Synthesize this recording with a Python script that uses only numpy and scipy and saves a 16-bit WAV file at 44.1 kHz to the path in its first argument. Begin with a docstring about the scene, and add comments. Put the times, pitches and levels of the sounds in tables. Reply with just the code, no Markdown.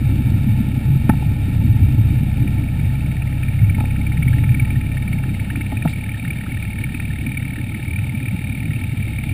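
"""Underwater, a scooter cruises past a camera in a watertight housing.
Its motor drones, exhaust air burbles upward, and its propeller shaft rubs and squeaks twice a turn.
The squeaks, rushing water, faint snaps, a few knocks and one spurt of air ring in the housing.
A coarse sound input mirrors the scene into a thin, high fizz."""
import sys
import numpy as np
from scipy import signal
from scipy.fft import rfft, irfft, next_fast_len
from scipy.io import wavfile
from scipy.ndimage import uniform_filter1d

SR = 44100
rng = np.random.default_rng(int(sys.argv[2]) if len(sys.argv) > 2 else 0)


def put_to_file(sound):
    """Save the sound as 16-bit audio at rate SR, in the file named by the first command-line argument."""
    columns = np.atleast_2d(sound).T  # one column per channel
    safe = np.clip(columns, -1, 1)
    whole_steps = np.round(safe * 32767)
    wavfile.write(sys.argv[1], SR, whole_steps.astype(np.int16))


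N = 411453
TIME = np.arange(N) / SR


def from_db(db):
    """Turn decibels into a number to multiply a sound by."""
    return 10 ** (np.asarray(db) / 20)


def rms_one(x):
    """Scale a sound so that its average power is 1."""
    return x / np.sqrt(np.mean(x ** 2) + 1e-20)


def in_time(rows):
    """Join a table's timed points with straight lines: one curve for each column after the time."""
    times, *columns = np.transpose(rows)
    return [np.interp(TIME, times, column) for column in columns]


def drift(rate_hz):
    """A smooth random wobble, about 1 in size; a higher rate makes it quicker."""
    step = 20   # samples between computed points
    decay = np.exp(-2 * np.pi * step * rate_hz / SR)
    noise = rng.standard_normal(N // step + 4002)
    slow = signal.lfilter([1], [1, -2 * decay, decay * decay], noise)[4000:]   # let it settle first
    return np.interp(np.arange(N) / step, np.arange(len(slow)), rms_one(slow))


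def cut(x, hz, kind, order=2):
    """Keep the "low" or "high" side of a frequency; a higher order gives a sharper edge."""
    return signal.sosfilt(signal.butter(order, min(hz, SR / 2 - 1), kind, fs=SR, output="sos"), x)


def hiss(low_hz, high_hz, order=2):
    """Noise between two frequencies, with average power 1."""
    return rms_one(cut(cut(rng.standard_normal(N), low_hz, "high", order), high_hz, "low", order))


def add(out, start_s, sound):
    """Mix a sound in at the given time."""
    start = max(int(start_s * SR), 0)
    out[start:start + len(sound)] += sound[:max(N - start, 0)]


def motor(waver_db=1.0):
    """The spinning motor hums at whole multiples of its speed, each tone wavering a little."""
    # how fast the motor spins (time [s], speed [turns/s])
    speed = [(0, 32.84), (1.7, 32.83), (2.5, 32.69), (4.2, 32.75), (5.3, 32.88), (6.2, 32.68), (7.3, 32.85),
             (9.3, 32.68)]
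    # loudness of the whole drone (time [s], relative level [dB])
    drone = [(0, -22.5), (1, -23), (1.8, -21), (3, -24), (3.9, -20.5), (4.6, -22.5), (5.4, -25.5),
             (6.3, -31), (7.3, -28), (8.3, -34), (9.33, -28)]
    # tones in the drone (multiple of the speed, relative level [dB])
    tones = [(1, -9), (2, -2), (3, -3), (4, -2.5), (5, -12.5), (6, -18), (7, -17.5), (9, -19.5)]
    angle = 2 * np.pi * np.cumsum(in_time(speed)[0]) / SR
    out = np.zeros(N)
    for multiple, db in tones:
        gain = from_db(db + waver_db * drift(0.87))
        out += gain * np.sin(round(multiple) * angle + 2 * np.pi * rng.random())
    return np.sqrt(2) * from_db(in_time(drone)[0]) * out


def bubble(hz, swell_cycles, rise, phase=0):
    """A pocket of air swells into ringing and dies away; `rise` bends its pitch upward."""
    cycles = np.arange(int(7 * swell_cycles * SR / hz)) * hz / SR
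    age = cycles / swell_cycles   # 1 at the loudest moment
    swell = (age * np.exp(1 - age)) ** 2
    return swell * np.sin(2 * np.pi * cycles * (1 + rise * (age - 1)) + phase)


def bubble_stream(strengths, per_s, size_spread_db, tries=3000):
    """Bubbles break off an even flow of air at random times and in random sizes."""
    pitches, levels = np.transpose(strengths)
    out = np.zeros(N)
    for when, pitch, size, phase, chance in rng.random((tries, 5)):
        if chance < per_s * N / SR / tries:
            hz = pitches[0] * (pitches[-1] / pitches[0]) ** pitch
            gain = from_db(np.interp(hz, pitches, levels) + size_spread_db * size)
            ring = bubble(hz, swell_cycles=1.433, rise=0.0022, phase=2 * np.pi * phase)
            add(out, when * N / SR, gain * ring)
    power = uniform_filter1d(uniform_filter1d(out ** 2, size=1600), size=1600)
    return out / np.sqrt(np.abs(power) + np.mean(out ** 2) / 100)   # even out the loudness


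def exhaust(large_burble_db=2.5, small_burble_db=2.16, burble_hz=9):
    """Large and small bubbles burble with the flow of air, with now and then a big gulp."""
    # air for the large bubbles, in swells that weaken as the scooter passes (time [s], level [dB])
    large_air = [(0, -22), (0.5, -15.5), (0.72, -27), (0.93, -17.5), (1.45, -19.5), (1.68, -15.5),
                 (2.05, -18.5), (2.45, -23.5), (2.85, -17.5), (3.1, -20), (3.5, -29), (3.67, -13),
                 (4.0, -29.5), (4.25, -12.5), (4.9, -24), (6.2, -26), (6.9, -27.5), (9.33, -22)]
    # air for the small bubbles (time [s], level [dB])
    small_air = [(0, -25.5), (0.55, -26), (1.4, -28), (1.7, -24.5), (3.2, -32), (3.8, -28.5), (5.3, -29.5),
                 (6.3, -31), (8.2, -30), (9.33, -30.5)]
    # how strongly large bubbles ring (pitch [Hz], relative level [dB])
    large_bubbles = [(55, -38), (78, -17), (95, 1), (115, 6), (135, -3), (165, -11.5)]
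    # how strongly small bubbles ring (pitch [Hz], relative level [dB])
    small_bubbles = [(165, -7), (195, 1.5), (230, -3), (260, -0.5), (295, -13), (340, -22)]
    # single big gulps of air (time [s], peak level [dB], pitch [Hz])
    gulps = [(0.05, -10, 107.6), (0.206, -16, 237), (0.464, -11, 210), (0.599, -13, 208),
             (0.893, -5, 133.6), (1.121, -12, 132), (1.635, -21, 235), (1.806, -6.5, 92.4),
             (1.968, -6.5, 103.5), (2.152, -17, 112), (2.388, -10, 115), (2.57, -12, 122.6),
             (2.84, -13, 95.5), (3.609, -3.5, 116), (4.48, -9.5, 112.7), (4.614, -7.5, 116),
             (5.846, -9, 148), (7.265, -20, 247), (7.979, -13.5, 99), (8.135, -17.5, 211),
             (8.169, -16.5, 129), (8.323, -15.5, 187)]
    large_db = in_time(large_air)[0] + large_burble_db * drift(burble_hz)
    small_db = in_time(small_air)[0] + small_burble_db * drift(burble_hz)
    out = from_db(large_db) * bubble_stream(large_bubbles, per_s=130, size_spread_db=8.0)
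    out += from_db(small_db) * bubble_stream(small_bubbles, per_s=130, size_spread_db=5.0)
    for start_s, db, hz in gulps:
        add(out, start_s, from_db(db) * bubble(hz, swell_cycles=2.05, rise=0.0047))
    return out


def shaft(attack_s=0.0007, early_s=0.0032, fade_s=0.0044, climb_s=0.002, lead_s=.002, wobble_s=.0005,
          pressed_hz=2300, wander_hz=170, sweep_spread=.45, stall_chance=.2,
          uneven_db=2.0, grit=0.43, level_db=-7):
    """Twice a turn the shaft grabs, then sticks and slips in a squeak that shoots up and fades."""
    # how fast the propeller shaft spins (time [s], speed [turns/s])
    shaft_speed = [(0.0, 18.794), (2.5, 18.738), (3.5, 18.911), (4.3, 18.832), (5.0, 18.766), (5.8, 18.741),
                   (6.5, 18.699), (7.3, 18.781), (8.1, 18.583), (8.8, 18.929), (9.33, 18.743)]
    # rubbing at two tight spots, louder as the scooter nears
    # (time [s], first spot's relative level [dB], opposite spot's relative level [dB])
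    rubbing = [(0, -44, -54), (2.3, -33.5, -43), (3.1, -27, -44), (3.5, -22.5, -34), (4.1, -24, -40),
               (4.55, -18.5, -29), (4.8, -27, -32), (5.3, -23.5, -45), (5.75, -23.5, -42), (6.1, -21, -23),
               (6.9, -24, -27), (7.9, -25, -23.5), (8.6, -23.5, -25), (9.33, -23, -30)]
    # grabs where the shaft binds hard and squeaks out (time [s], relative level [dB])
    hard_rubs = [(2.476, -22.5), (3.696, -20.5), (4.119, -20.5), (4.226, -17), (4.279, -17.5),
                 (4.334, -17.5), (4.975, -19.5), (5.133, -18.5), (5.397, -23), (5.503, -16.5), (5.558, -18),
                 (5.611, -17.5), (5.77, -19.5), (5.823, -19.5), (5.876, -18.5), (6.252, -21),
                 (6.307, -19.5), (6.838, -18.5), (6.947, -17), (6.998, -18), (7.264, -19), (7.375, -17.5),
                 (7.452, -22.5), (7.556, -20), (7.747, -18.5), (8.286, -20.5), (8.709, -20.5),
                 (9.24, -17.5)]
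    # the squeak at a light touch (time [s], pitch [Hz])
    light_pitch = [(0, 1700), (3.4, 1550), (5.3, 1350), (6, 1650), (7.4, 1650), (8, 2089), (9.33, 2150)]
    speed, = in_time(shaft_speed)
    half_turns = 2 * (np.cumsum(speed) / SR + speed * (lead_s + wobble_s * drift(11.7)))
    grab = np.round(half_turns).astype(int)   # which grab is nearest
    from_grab_s = (half_turns - grab) / 2 / speed
    first_db, opposite_db = in_time(rubbing)
    grab_db = np.where(grab % 2, first_db, opposite_db) + uneven_db * rng.standard_normal(400)[grab]
    for time_s, db in hard_rubs:
        grab_db[grab == grab[int(time_s * SR)]] = db
    attack = .5 + .5 * np.tanh((from_grab_s + early_s) / attack_s)
    fade = np.exp(-.5 * (np.maximum(from_grab_s, 0) / fade_s) ** 2)
    grip = .5 + .5 * np.tanh(from_grab_s / climb_s + 1)
    light_hz, = in_time(light_pitch)
    sweep_hz = (pressed_hz - light_hz) * (1 + sweep_spread * drift(15))   # no two grabs start alike
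    stalled = (rng.random(400) < stall_chance)[grab]   # now and then the pitch stops halfway up
    climb = grip * np.where(stalled, .5, 1)
    squeak_hz = pressed_hz - sweep_hz * (1 - climb) + wander_hz * drift(118.86)
    squeak = np.sin(2 * np.pi * np.cumsum(squeak_hz) / SR)
    return from_db(level_db + grab_db) * attack * fade * (squeak + grit * hiss(1540, 2900, order=3))


def water(rush_boost_db=10, flutter_db=1.0):
    """Fine bubbles make a fluttering rush, and the propeller adds a brighter wash."""
    # rush of the water (time [s], relative level [dB])
    rush_levels = [(0, -45.5), (1, -46), (2, -46), (3, -46.5), (4.3, -47), (5.2, -47), (6.3, -49),
                   (7.3, -50), (8.3, -49), (9.33, -48.5)]
    # propeller wash, louder once the nozzle turns this way (time [s], level [dB])
    wash_levels = [(0, -57), (3, -53), (4.4, -44), (5, -48), (5.6, -43), (6.5, -42), (7.5, -43),
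                   (8.4, -42.5), (9.33, -39.5)]
    rush = from_db(in_time(rush_levels)[0] + rush_boost_db) * hiss(250, 7820)
    wash = from_db(in_time(wash_levels)[0]) * hiss(1950, 4380, order=6)
    return (rush + wash) * from_db(flutter_db * drift(40))


def snaps(boost_db=43, far_per_s=9, far_db=-25):
    """Sharp clicks with no bass, like those of shrimp, among fainter ones from further off."""
    # the nearer snaps (time [s], relative level [dB])
    near_snaps = [(0.0552, -48), (0.157, -45), (0.2228, -46), (0.305, -49), (0.381, -48), (0.4338, -45),
                  (0.519, -48), (1.0005, -48), (1.9245, -43), (4.794, -49), (7.8485, -44)]
    far_times = rng.random(N) < far_per_s / SR
    out = from_db(far_db) * far_times * rng.standard_normal(N)
    for start_s, db in near_snaps:
        add(out, start_s, from_db([db + boost_db]))   # a click one sample long
    return cut(out, 4500, "high")


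def knocks(swell_s=0.0026, low_edge_hz=780, thud_hz=225, thud_cycles=.9, thud_db=9.5,
           crack_db=14, crack_s=0.0008, crack_after_s=0.0035):
    """Each knock is a brief, dull crunch on a short thud; the harder it is, the more it cracks."""
    # knocks on the housing (time [s], strength [dB], brightness of the crunch [Hz])
    hits = [(1.092, -11.5, 1620), (1.133, -28.5, 1200), (1.223, -33, 900), (3.781, -29, 900),
            (3.805, -27.5, 900), (3.838, -29.5, 700), (5.721, -27.5, 810), (5.851, -19.5, 610)]
    age = TIME[:SR // 20]
    out = np.zeros(N)
    for start_s, db, hz in hits:
        dull_noise = cut(rng.standard_normal(len(age)), hz, "low", order=4)
        crunch = rms_one(cut(dull_noise, low_edge_hz, "high", order=4))
        crack = rms_one(cut(rng.standard_normal(len(age)), 3500, "high"))
        add(out, start_s, from_db(db) * crunch * age / swell_s * np.exp(1 - age / swell_s))
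        add(out, start_s, from_db(db + thud_db) * bubble(thud_hz, thud_cycles, rise=0))
        add(out, start_s + crack_after_s, from_db(2 * db + crack_db) * crack * np.exp(-age / crack_s))
    return out


def spurt(start_s=5.879, length_s=0.049, level_db=-33):
    """A short jet of air fizzes."""
    jet_on = (TIME > start_s) & (TIME < start_s + length_s)
    jet = uniform_filter1d(jet_on.astype(float), size=600)   # soften the start and end
    return from_db(level_db) * jet * hiss(4200, 4200, order=4)


def housing(x, wall_hz=2700):
    """The housing rings at some pitches and swallows others, and its wall dulls the highs."""
    # the housing's peaks and dips (frequency [Hz], width [Hz], boost or cut [dB])
    peaks_and_dips = [(560, 940, 4), (863.3, 106, 13.5), (1083, 366, -20), (1315, 140, 8), (1575, 97, -7),
                      (1825, 83, 6), (2017, 102, -15.5), (2304, 314, 9.5), (2720, 133, 4.5),
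                      (3300, 450, -3.5), (3693, 170, 10.5), (4176, 216, -9), (4340, 170, 8), (5120, 290, 1)]
    for hz, width_hz, db in peaks_and_dips:
        angle = 2 * np.pi * hz / SR
        lift = from_db(db / 2)
        spread = np.sin(angle) * width_hz / hz / 2 * np.array([1, 0, -1])
        centre = np.array([1, -2 * np.cos(angle), 1])
        x = signal.lfilter(centre + spread * lift, centre + spread / lift, x)
    return cut(x, wall_hz, "low", order=3)


def scene():
    """Deep sounds pass straight through to the microphone; higher ones ring the housing."""
    deep = motor() + exhaust()
    higher = shaft() + water() + spurt() + knocks() + snaps()
    return (deep + housing(higher))[None]   # one channel


def record(dry, input_edge_hz=5600, hold_hz=12000, cutoff_hz=15300):
    """The input holds each sample briefly, which mirrors the sound around the hold rate as a fizz."""
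    narrow = cut(dry, input_edge_hz, "low", order=8)
    mirrored = narrow * (1 + 2 * np.cos(2 * np.pi * hold_hz * TIME))
    size = next_fast_len(N + SR // 10)
    frequencies = np.arange(size // 2 + 1) * SR / size
    droop = np.sinc(frequencies / hold_hz)   # holding also weakens the highs
    held = irfft(rfft(mirrored, size) * droop, size)[:, :N]
    top_cut = signal.ellip(10, .2, 80, cutoff_hz, fs=SR, output="sos")
    return signal.sosfilt(top_cut, np.clip(held, -1, 1))


dry = scene()
out = record(dry)
put_to_file(out)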